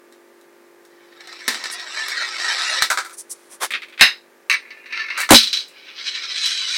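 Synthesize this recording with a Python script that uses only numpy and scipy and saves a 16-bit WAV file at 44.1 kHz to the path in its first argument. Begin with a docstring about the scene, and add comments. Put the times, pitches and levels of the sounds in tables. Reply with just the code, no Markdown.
"""A chain-reaction machine in a small room: a steel ball creeps down a metal rail, clacks over a joint and gathers speed.
It hits the end stop, knocks about in a cup, scrapes, and rattles a loose part until that gives way with a clack.
It drops onto a duller second rail, rolls on, crashes against the cabinet and runs down a brighter third rail.
Noise bumps and cracks ring each body's resonances, decaying sines add clear tones, and the loudest blows clip.
Under it all lies room noise and a faint mains buzz that fades as the microphone turns away."""
import sys
import numpy as np
from scipy import signal
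from scipy.fft import rfft, irfft, next_fast_len
from scipy.io import wavfile
from scipy.ndimage import map_coordinates

SR = 44100
rng = np.random.default_rng(int(sys.argv[2]) if len(sys.argv) > 2 else 0)


def output_pcm(signal):
    """Save a mono or channel-first signal as 16-bit PCM at the path in sys.argv[1].

    Samples are clipped to [-1, 1] before scaling.
    """
    pcm = np.clip(np.atleast_2d(signal).T, -1, 1) * 32767
    wavfile.write(sys.argv[1], SR, np.round(pcm).astype(np.int16))


N = 298557
T = np.arange(N) / SR
SIZE = 16384  # FFT length for body responses, samples
GRID = np.fft.rfftfreq(SIZE, 1 / SR)


def amp(db):
    """Decibels to gain."""
    return 10 ** (np.asarray(db) / 20)


def unit(x):
    """Scaled to rms 1."""
    return x / np.sqrt(np.mean(x ** 2) + 1e-20)


def along(points, hz):
    """Curve through (Hz, value) points, read on a log frequency axis."""
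    f, value = np.transpose(points)
    return np.interp(np.log(hz + 1), np.log(f + 1), value)


def wobble(rate):
    """A smooth random curve with rate knots a second."""
    knots = rng.standard_normal(int(N * rate / SR) + 4)
    return map_coordinates(knots, [T * rate])


def response(colour, modes=(), dense_db=0):
    """Minimum-phase impulse response of a body: separate resonances standing on a dense bed of others."""
    power = amp(along(colour, GRID) + dense_db) ** 2
    for hz, half_width, db in modes:
        resonance = amp(db) / (1 + ((GRID - hz) / half_width) ** 2)
        power = power + resonance ** 2
    # folding the cepstrum makes the response start at once
    cepstrum = irfft(np.log(power + 1e-12) / 2)
    cepstrum[1:SIZE // 2] *= 2
    cepstrum[SIZE // 2 + 1:] = 0
    h = irfft(np.exp(rfft(cepstrum)))[:SIZE // 2]
    return h / np.linalg.norm(h)


def through(x, h):
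    """x played through an impulse response."""
    return signal.fftconvolve(x, h)[:len(x)]


def noise(colour):
    """Coloured noise of rms 1."""
    return unit(through(rng.standard_normal(N), response(colour)))


def sustained(body, tail_db, t60):
    """Long metal keeps many weak modes ringing, here as a decaying noise tail."""
    t = np.arange(len(body)) / SR
    tail = rng.standard_normal(len(t)) * amp(-60 * t / t60)
    return body + amp(tail_db) * through(body, tail / np.linalg.norm(tail))


def rocking(swing_s, rate, speedup, depth_db):
    """Swell in dB of a ball rocking from bar to bar, ever faster, dying away around its widest swing."""
    settle_s = 0.21  # time to fall to 1/e, on both sides
    t = T - swing_s
    swings = rate * t + speedup * t ** 2 / 2
    return depth_db * np.exp(-np.abs(t) / settle_s) * np.cos(2 * np.pi * swings)


def roll(rows, rock, body, bumps, spread_db, patchy_db, uneven_db, low_db, high_db, fizz_db, high_grows, fizz_grows):
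    """A rolling ball meets many tiny bumps a second, each ringing the rail; the faster it runs, the brighter."""
    full_pace_db = -27  # rolling level of a fast ball
    s, level = np.transpose(rows)
    pace_db = np.interp(T, s, level, left=-120) - full_pace_db
    hits = rng.random(N) < bumps / SR
    strengths = rng.standard_normal(N) * amp(spread_db * rng.standard_normal(N))
    hz, _, spectrum = signal.stft(through(hits * strengths, body), SR, nperseg=1024)
    # resonances swell and fade as the ball passes their nodes
    smoothing = np.outer(np.hanning(6), np.hanning(9))
    nodes = signal.fftconvolve(rng.standard_normal(spectrum.shape), smoothing, "same")
    spectrum = spectrum * amp(patchy_db * unit(nodes))
    below_high = 1 / (1 + (hz / 2900) ** 12)
    below_fizz = 1 / (1 + (hz / 6500) ** 12)
    bands = [(below_high, 1, low_db),
             (below_fizz - below_high, high_grows, high_db),
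             (1 - below_fizz, fizz_grows, fizz_db)]
    out = np.zeros(N)
    for band, grows, db in bands:
        sound = signal.istft(spectrum * band[:, None], nperseg=1024)[1][:N]
        out += unit(sound) * amp(db + grows * pace_db)
    dying_db = 850 * np.maximum(T - s[-1], 0)  # the rail rings out once the ball has left it
    return out * amp(full_pace_db + rocking(*rock) + uneven_db * wobble(35) - dying_db)


def rebounds(rows, count, gap_s, loss_db):
    """Every blow is a quick run of contacts, each weaker than the one before."""
    contacts = []
    for s, ring, tick in rows:
        for k in range(count):
            contacts.append((s + k * gap_s, ring - k * loss_db, tick - k * loss_db))
    return contacts


# wood under the rails: pitch_hz [Hz], level_db [dB, relative]
WOOD_COLOUR = [(25, -42.5), (100, -30.5), (170, -26), (230, 3.5), (310, 1), (550, -5), (900, -3.5),
               (1500, -9.5), (3000, -10), (8000, -77.5)]
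# cabinet boards: pitch_hz [Hz], half_width_hz [Hz, to half amplitude], level_db [dB, relative]
BOARD_MODES = [(262, 45, -14.5), (545.5, 30, -3), (1140, 29, -12.5)]
# steel on steel: pitch_hz [Hz], level_db [dB, relative]
STEEL_COLOUR = [(3000, -48), (6000, 2.5), (8500, 6.5), (11000, 1), (15500, -4.5)]


def strikes(rows, body, t60, crack_s, chatter_db, thud_db, thud_life, tick_life):
    """A short crack and a dying chatter ring the body, thud in the wood and tick on the steel ball."""
    out = np.zeros(N + SR)
    t = np.arange(SR // 2) / SR
    wood = response(WOOD_COLOUR, BOARD_MODES)
    steel = response(STEEL_COLOUR)
    head = SR // 100  # levels are set on the first 10 ms
    for s, ring, tick in rows:
        layers = [(body, ring, t60),
                  (wood, ring + thud_db, t60 * thud_life),
                  (steel, tick, t60 * tick_life)]
        for h, db, life in layers:
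            crack = amp(-60 * t / crack_s)
            chatter = amp(chatter_db - 60 * t / life)
            sound = through((crack + chatter) * rng.standard_normal(len(t)), h)
            out[round(s * SR):][:len(t)] += amp(db) * sound / np.std(sound[:head])
    return out[:N]


def tones(rows, modes, db, spread_db):
    """Every blow rings the rail's clear tones, decaying sines, at new strengths."""
    out = np.zeros(N + SR)
    t = np.arange(SR // 2) / SR
    hz, level, t60 = np.transpose(modes)[:, :, None]
    onset = 1 - np.exp(-t / 0.0038)
    for s, ring, *_ in rows:
        size, phase = rng.standard_normal((2, len(hz), 1))
        decay = amp(level + spread_db * size - 60 * t / t60)
        partials = decay * np.sin(2 * np.pi * hz * t + np.pi * phase)
        out[round(s * SR):][:len(t)] += amp(ring + db) * partials.sum(0) * onset
    return out[:N]


# pace of the ball, as its rolling level before the band trims: time_s [s], level_db [dB]
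FIRST_ROLL = [(0.9, -62.5), (1.19, -52), (1.3, -42.5), (1.66, -37.5), (1.89, -36.5), (1.95, -32),
              (2.24, -29), (2.33, -31.5), (2.45, -25), (2.82, -25.5)]
# rocking between the bars: widest_s [s], rate [swings/s], speedup [swings/s per s], depth_db [dB]
FIRST_ROCK = (1.21, 25, 1.6, 4.1)
# broad colour of the rail: pitch_hz [Hz], level_db [dB, relative]
FIRST_COLOUR = [(150, -65.5), (250, -35.5), (341, -18), (420, -15), (534, -11.5), (1120, -6.5), (1730, 2),
                (3390, -11), (3960, 2), (4630, -4.5), (6100, -13), (7130, -25), (7770, -12.5),
                (15500, -44.5)]
# rail resonances: pitch_hz [Hz], half_width_hz [Hz, to half amplitude], level_db [dB, relative]
FIRST_MODES = [(1306, 19, -0.5), (1763, 39, -5), (1892, 43, -5), (2246, 71, -6), (2750, 64, -13),
               (3095, 23, -1.5), (3443, 110, -7), (3770, 100, -2.5), (4218, 24, 1), (4970, 100, -6),
               (5474, 72, -4), (5970, 80, -5.5), (6710, 96, -12.5), (7270, 17, -10), (7260, 30, -21.5),
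               (7645, 66, -7), (8400, 68, -14.5), (9220, 41, -17.5), (9800, 180, -27.5), (9920, 46, -31.5),
               (10600, 110, -25.5)]
# knocks on the rail: start_s [s], ring_db [dB], tick_db [dB]
FIRST_HITS = [(0.1244, -52.5, -55), (0.4122, -59, -58), (0.851, -54, -56), (1.2067, -41.5, -59),
              (1.273, -39, -53), (1.3277, -39, -58.5), (1.4067, -49, -64), (1.545, -25.5, -48.5),
              (1.6394, -25.5, -44), (1.6566, -26, -47.5), (1.70, -29, -56.5), (1.797, -33.5, -49),
              (2.0836, -28, -33.5), (2.40, -27, -54.5), (2.822, -11, -21.5)]
# blow over the joint: start_s [s], ring_db [dB], tick_db [dB]
JOINT_BLOW = [(1.4792, -16, -22)]


def first_rail():
    """The ball creeps, clacks over a joint, gathers speed and hits the end stop."""
    body = sustained(response(FIRST_COLOUR, FIRST_MODES, dense_db=-6.5), tail_db=-8, t60=0.13)
    rolling = roll(FIRST_ROLL, FIRST_ROCK, body, bumps=3500, spread_db=0.5, patchy_db=4.0, uneven_db=1.02,
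                   low_db=0, high_db=-0.66, fizz_db=-13, high_grows=1.15, fizz_grows=1.3)
    knocks = strikes(FIRST_HITS, body, t60=0.16, crack_s=0.006, chatter_db=-9.5,
                     thud_db=-30, thud_life=0.84, tick_life=0.93)
    clack = strikes(JOINT_BLOW, body, t60=0.41, crack_s=0.037, chatter_db=-6.5,
                    thud_db=-11, thud_life=0.89, tick_life=0.55)
    return rolling + knocks + clack


# pace of the ball, as its rolling level before the band trims: time_s [s], level_db [dB]
SECOND_ROLL = [(4.62, -47), (4.85, -47), (4.94, -32.5), (5.0, -26.5), (5.08, -31), (5.125, -29),
               (5.165, -31.5), (5.21, -22), (5.255, -26)]
# rocking between the bars: widest_s [s], rate [swings/s], speedup [swings/s per s], depth_db [dB]
SECOND_ROCK = (5.0, 45, 6.9, 3.4)
# broad colour of the rail: pitch_hz [Hz], level_db [dB, relative]
SECOND_COLOUR = [(350, -61), (600, -25), (878, -32), (979, -16.5), (1230, -10.5), (2610, -1), (3330, -18),
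                 (4030, -11), (5660, -19), (6670, -30), (6950, -44), (8750, -32), (9370, -62.5),
                 (15500, -51)]
# rail resonances: pitch_hz [Hz], half_width_hz [Hz, to half amplitude], level_db [dB, relative]
SECOND_MODES = [(1640, 14, -22.5), (1771, 21, 6), (1960, 82, 3), (2170, 90, 5), (2673, 72, 0.5),
                (3930, 29, 2), (4260, 21, -2), (4520, 45, -10), (6230, 35, -11)]
# clear tones when struck: pitch_hz [Hz], level_db [dB, relative, before the spread], t60_s [s]
SECOND_TONES = [(2010, 6, 0.125), (2270, 11, 0.12), (3709, -18, 0.17), (4070, 0, 0.08), (4360, -5, 0.16),
                (5060, -4, 0.13), (5880, -7.5, 0.13), (6410, 2, 0.15), (8650, -13, 0.19),
                (14400, -29, 0.11)]
# the ball landing: start_s [s], ring_db [dB, first contact], tick_db [dB, first contact]
LANDING_BLOW = [(4.4978, -13, -31.5)]
# later knocks: start_s [s], ring_db [dB], tick_db [dB]
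SECOND_HITS = [(4.7056, -34, -75), (4.8584, -37.5, -69), (4.9239, -27, -62), (5.1015, -25.5, -63)]


def second_rail():
    """The ball clacks onto a duller rail, setting off its clear tones, and rolls to its end."""
    body = sustained(response(SECOND_COLOUR, SECOND_MODES, dense_db=2.5), tail_db=-4.5, t60=.15)
    rolling = roll(SECOND_ROLL, SECOND_ROCK, body, bumps=5000, spread_db=3.8, patchy_db=-3.0, uneven_db=1.9,
                   low_db=0.5, high_db=-7.5, fizz_db=-34.5, high_grows=1.46, fizz_grows=1.2)
    landing = rebounds(LANDING_BLOW, count=4, gap_s=0.0137, loss_db=2.5)
    clacks = strikes(landing + SECOND_HITS, body, t60=0.12, crack_s=0.0222, chatter_db=15,
                     thud_db=-42.5, thud_life=0.49, tick_life=0.4)
    clear_tones = tones(landing, SECOND_TONES, db=-12.5, spread_db=4.5)
    return rolling + clacks + clear_tones


# pace of the ball, as its rolling level before the band trims: time_s [s], level_db [dB]
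THIRD_ROLL = [(5.6, -67), (5.72, -43), (5.95, -36), (6.03, -29), (6.29, -29.5), (6.47, -24.5), (6.63, -27),
              (6.77, -24.5)]
# rocking between the bars: widest_s [s], rate [swings/s], speedup [swings/s per s], depth_db [dB]
THIRD_ROCK = (6.08, 11.6, 9, 5.3)
# broad colour of the rail: pitch_hz [Hz], level_db [dB, relative]
THIRD_COLOUR = [(410, -59), (700, -30.5), (850, -48.5), (955, -26), (1630, -11), (1900, -11), (2220, -8.5),
                (3680, -10), (4030, 3), (5640, -5.5), (7400, -24), (8320, -24.5), (15500, -55)]
# rail resonances: pitch_hz [Hz], half_width_hz [Hz, to half amplitude], level_db [dB, relative]
THIRD_MODES = [(2220, 39, -8), (2550, 20, -3.5), (2960, 150, -5), (3240, 48, -0.5), (3540, 170, -3),
               (3916, 76, 8.5), (4440, 9.3, -3.5), (5070, 48, 2), (5490, 34, -1), (5900, 17, -4.5),
               (6310, 200, -12.5), (6660, 57, -25), (7400, 34, -13.5), (7720, 77, -18.5), (8500, 44, -15.5),
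               (8230, 44, -38.5), (8910, 73, -27.5), (9130, 50, -24.5), (9900, 24, -27)]
# clear tones when struck: pitch_hz [Hz], level_db [dB, relative, before the spread], t60_s [s]
THIRD_TONES = [(3219, -1, 0.15), (3930, 0, 0.28), (4996, -6, 0.24), (5480, -9, 0.2), (8200, -14, 0.2),
               (8400, -14, 0.2)]
# blow against the cabinet: start_s [s], ring_db [dB, first contact], tick_db [dB, first contact]
CRASH_BLOW = [(5.306, -9, -7)]
# bounces on the rail: start_s [s], ring_db [dB], tick_db [dB]
THIRD_HITS = [(5.344, -2, -20), (5.357, -9, -16.5), (5.4313, -17.5, -34), (5.472, -22, -47),
              (5.529, -17, -37), (5.5709, -22.5, -44.5), (5.605, -34.5, -54.5), (5.6814, -67, -50.5),
              (6.4567, -21.5, -36)]


def third_rail():
    """A heavy blow on the cabinet sets the last rail ringing; the ball bounces on it and speeds away."""
    body = sustained(response(THIRD_COLOUR, THIRD_MODES, dense_db=-2), tail_db=-10, t60=.12)
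    rolling = roll(THIRD_ROLL, THIRD_ROCK, body, bumps=6600, spread_db=2.0, patchy_db=3.0, uneven_db=0.63,
                   low_db=-6.5, high_db=0.0, fizz_db=-16, high_grows=1.64, fizz_grows=3.8)
    bounces = strikes(THIRD_HITS, body, t60=0.22, crack_s=0.0099, chatter_db=7.5,
                      thud_db=-52.5, thud_life=0.58, tick_life=0.8)
    blows = rebounds(CRASH_BLOW, count=4, gap_s=0.0127, loss_db=2.3)
    crash = strikes(blows, body, t60=0.09, crack_s=0.059, chatter_db=-5.5,
                    thud_db=8.0, thud_life=.7, tick_life=1.1)
    clang = tones(THIRD_HITS, THIRD_TONES, db=-16.5, spread_db=2)
    return rolling + bounces + crash + clang


# broad colour of the cups: pitch_hz [Hz], level_db [dB, relative]
CUP_COLOUR = [(150, -59), (250, -25), (781, -9), (995, -13.5), (1160, -4.5), (1290, 6), (1820, -10),
              (2200, -4.5), (2900, -18.5), (3830, -9), (6770, -15), (8180, -13.5), (15500, -48)]
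# cup resonances: pitch_hz [Hz], half_width_hz [Hz, to half amplitude], level_db [dB, relative]
CUP_MODES = [(980, 31, -3.5), (1290, 110, -8.5), (1590, 130, -2.5), (2020, 68, -7), (4100, 24, -10.5),
             (4560, 94, -16.5)]
# knocks in the cups: start_s [s], ring_db [dB, first contact], tick_db [dB, first contact]
CUP_HITS = [(2.9017, -15.5, -27), (2.9738, -18, -38), (3.048, -35, -43), (3.0954, -41.5, -48.5),
            (5.1764, -23, -34), (5.2025, -25.5, -27), (5.2907, -18, -41)]


def cup():
    """The ball bounces in the hollow cups at the ends of the rails."""
    body = response(CUP_COLOUR, CUP_MODES, dense_db=-5)
    contacts = rebounds(CUP_HITS, count=2, gap_s=0.012, loss_db=3.0)
    return strikes(contacts, body, t60=0.15, crack_s=0.0062, chatter_db=5,
                   thud_db=-41, thud_life=.9, tick_life=1.0)


# the loose part before it gives way: pitch_hz [Hz], level_db [dB, relative]
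LOOSE_COLOUR = [(290, -44.5), (500, -24), (914, -28.5), (1240, -8), (1370, -10), (1620, -5.5), (2570, 0.5),
                (2800, -8.5), (3630, -6.5), (7130, -33), (10100, -37.5), (15500, -66.5)]
# rattling against it: start_s [s], ring_db [dB, first contact], tick_db [dB, first contact]
RATTLE_HITS = [(3.706, -25, -38.5), (3.7366, -20.5, -57.5), (3.8197, -33, -56.5), (3.8841, -46, -60),
               (3.925, -43, -68), (3.9768, -35, -61.5), (3.9946, -21.5, -45)]
# the part as it gives way: pitch_hz [Hz], level_db [dB, relative]
TRIP_COLOUR = [(290, -59.5), (500, -23), (737, -13), (968, -13), (1270, -8), (1850, 2.5), (3430, -9.5),
               (3900, 3.5), (4640, -16), (5130, -14), (6740, -23.5), (12000, -28), (15500, -39)]
# its resonances: pitch_hz [Hz], half_width_hz [Hz, to half amplitude], level_db [dB, relative]
TRIP_MODES = [(1577, 9.1, 2), (1830, 72, -3.5), (2210, 44, -6.5), (2700, 39, 0.5), (2765, 96, 4),
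              (3240, 14, -8.5), (3740, 22, -4.5), (4110, 15, -11), (3930, 54, -1.5), (4410, 63, -3.5),
              (5070, 180, -2), (5130, 24, -10), (6300, 47, -9)]
# the loose part falling: start_s [s], ring_db [dB, first contact], tick_db [dB, first contact]
FALL_BLOW = [(4.010, -0.86, -18.5)]


def trip():
    """The ball rattles against a loose part, which gives way with a loud clack."""
    contacts = rebounds(RATTLE_HITS, count=2, gap_s=0.012, loss_db=1.5)
    rattle = strikes(contacts, response(LOOSE_COLOUR), t60=0.12, crack_s=.015, chatter_db=19,
                     thud_db=-24, thud_life=0.76, tick_life=.7)
    body = sustained(response(TRIP_COLOUR, TRIP_MODES, dense_db=-0.5), tail_db=-7.5, t60=0.16)
    blows = rebounds(FALL_BLOW, count=3, gap_s=0.011, loss_db=4.5)
    clack = strikes(blows, body, t60=0.19, crack_s=0.032, chatter_db=-1,
                    thud_db=-22.5, thud_life=0.51, tick_life=.65)
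    return rattle + clack


# the ball sliding: loudest_s [s], length_s [s], hiss_db [dB at the peak], rub_db [dB at the peak]
SLIDES = [(1.732, 0.058, -30.5, -60), (3.143, 0.048, -41.5, -48), (3.197, 0.072, -32, -54),
          (3.318, .056, -28.5, -55), (3.418, 0.5, -60.5, -57), (3.534, 0.092, -43, -48),
          (3.638, 0.082, -32.5, -20)]
# light slide: pitch_hz [Hz], level_db [dB, relative]
HISS_COLOUR = [(1470, -57.5), (2500, -34), (5080, -12.5), (6010, -5.5), (6540, -10), (7390, -8), (7860, -6),
               (9370, -1), (11200, -8), (12700, -22.5), (15500, -25)]
# hard slide: pitch_hz [Hz], level_db [dB, relative]
RUB_COLOUR = [(130, -63), (220, -26), (418, -8.5), (982, -4), (1070, -1.5), (1500, -4.5), (2190, -6.5),
              (2860, -12), (3180, -8.5), (6590, -12.5), (10900, -14), (15500, -26.5)]


def scrapes():
    """Mostly short slides, and one long faint one, swell and fade: a thin hiss if light, a full rub if pressed."""
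    hiss, rub = noise(HISS_COLOUR), noise(RUB_COLOUR)
    out = np.zeros(N)
    for s, length, hiss_db, rub_db in SLIDES:
        stroke = np.cos(np.pi * np.clip((T - s) / length, -.5, .5)) ** 2
        out += stroke * (amp(hiss_db) * hiss + amp(rub_db) * rub)
    return out * amp(1.2 * wobble(400))  # fine roughness


# deep thumps under the blows: start_s [s], level_db [dB]
THUMP_STARTS = [(1.479, -52), (2.82, -39), (2.903, -50), (4.010, -39), (4.499, -68), (5.309, -10),
                (5.329, -13)]
# low noise of the thumps: pitch_hz [Hz], level_db [dB, relative]
DEEP_COLOUR = [(25, -1.5), (55, -2), (130, 2), (220, 1), (400, -28), (1500, -69.5)]


def thumps():
    """Deep thumps under the blows: brief low noise that starts at once and dies away."""
    t60_s = 0.08
    envelope = np.zeros(N)
    for s, db in THUMP_STARTS:
        envelope += (T >= s) * amp(db - 60 * np.abs(T - s) / t60_s)
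    return noise(DEEP_COLOUR) * envelope


# mains overtones: pitch_hz [Hz, rounded to a mains multiple], level_db [dB, before trim and waver]
HUM_TONES = [(344.5, -58.5), (393.0, -60), (446.8, -64.5), (495.3, -69), (543.7, -63.5), (742.9, -80.5),
             (839.8, -70), (888.2, -70), (942.1, -71), (1039, -70.5), (1136, -77), (1184, -68)]
# room noise: pitch_hz [Hz], level_db [dB, relative]
AIR_COLOUR = [(35, -75.5), (90, -62), (150, -28.5), (216, -25), (238, -15), (267, -18.5), (345, -15.5),
              (416, -20.5), (550, -19), (590, -17), (919, -25), (1500, -21), (1650, -18.5), (2330, -24.5),
              (2950, -31), (15800, -38.5)]


def background():
    """An appliance buzzes in mains overtones over steady room noise, fading as the microphone turns away."""
    mains_hz = 49.5
    turn_s = (2.3, 6.7)  # start and end of the turn
    # level trims before and after the turn
    buzz_db, strongest_db = (-0.3, -4), (3.5, -10)
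    phase = 2 * np.pi * mains_hz * T + .02 * wobble(6.6)
    strongest = max(db for hz, db in HUM_TONES)
    out = noise(AIR_COLOUR) * amp(-55)
    for hz, db in HUM_TONES:
        trim_db = np.interp(T, turn_s, strongest_db if db == strongest else buzz_db)
        level = db + trim_db + 0.8 * wobble(2)
        overtone = np.cos(round(hz / mains_hz) * phase + .6 * rng.standard_normal())
        out += amp(level) * np.sqrt(2) * overtone
    return out


# reverberation: pitch_hz [Hz], t60_s [s]
ROOM_DECAY = [(100, 0.05), (1000, 0.047), (4000, 0.24), (12000, 0.1)]


def room(x):
    """A small furnished room answers with a brief noise tail, its decay time set by frequency."""
    hz, t, spectrum = signal.stft(rng.standard_normal(SR // 2), SR, nperseg=256)
    decay = amp(-60 * t / along(ROOM_DECAY, hz)[:, None])
    tail = signal.istft(spectrum * decay, SR, nperseg=256)[1]
    tail = np.pad(tail, (SR // 200, 0))  # 5 ms before the answer
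    return through(x, tail / np.linalg.norm(tail))


def scene():
    """The whole run of the machine in its room."""
    rails = first_rail() + second_rail() + third_rail()
    machine = rails + cup() + trip() + scrapes() + thumps()
    return (machine + amp(-16) * room(machine) + background())[None]


def record(dry):
    """The microphone clips on the loudest blows; nothing is kept above the band limit."""
    top_hz = 16200
    clipped = dry / (1 + np.abs(dry / .93) ** 6) ** (1 / 6)
    m = next_fast_len(N + SIZE)
    kept = np.fft.rfftfreq(m, 1 / SR) < top_hz
    return irfft(rfft(clipped, m) * kept, m)[..., :N]


dry = scene()
out = record(dry)
output_pcm(out)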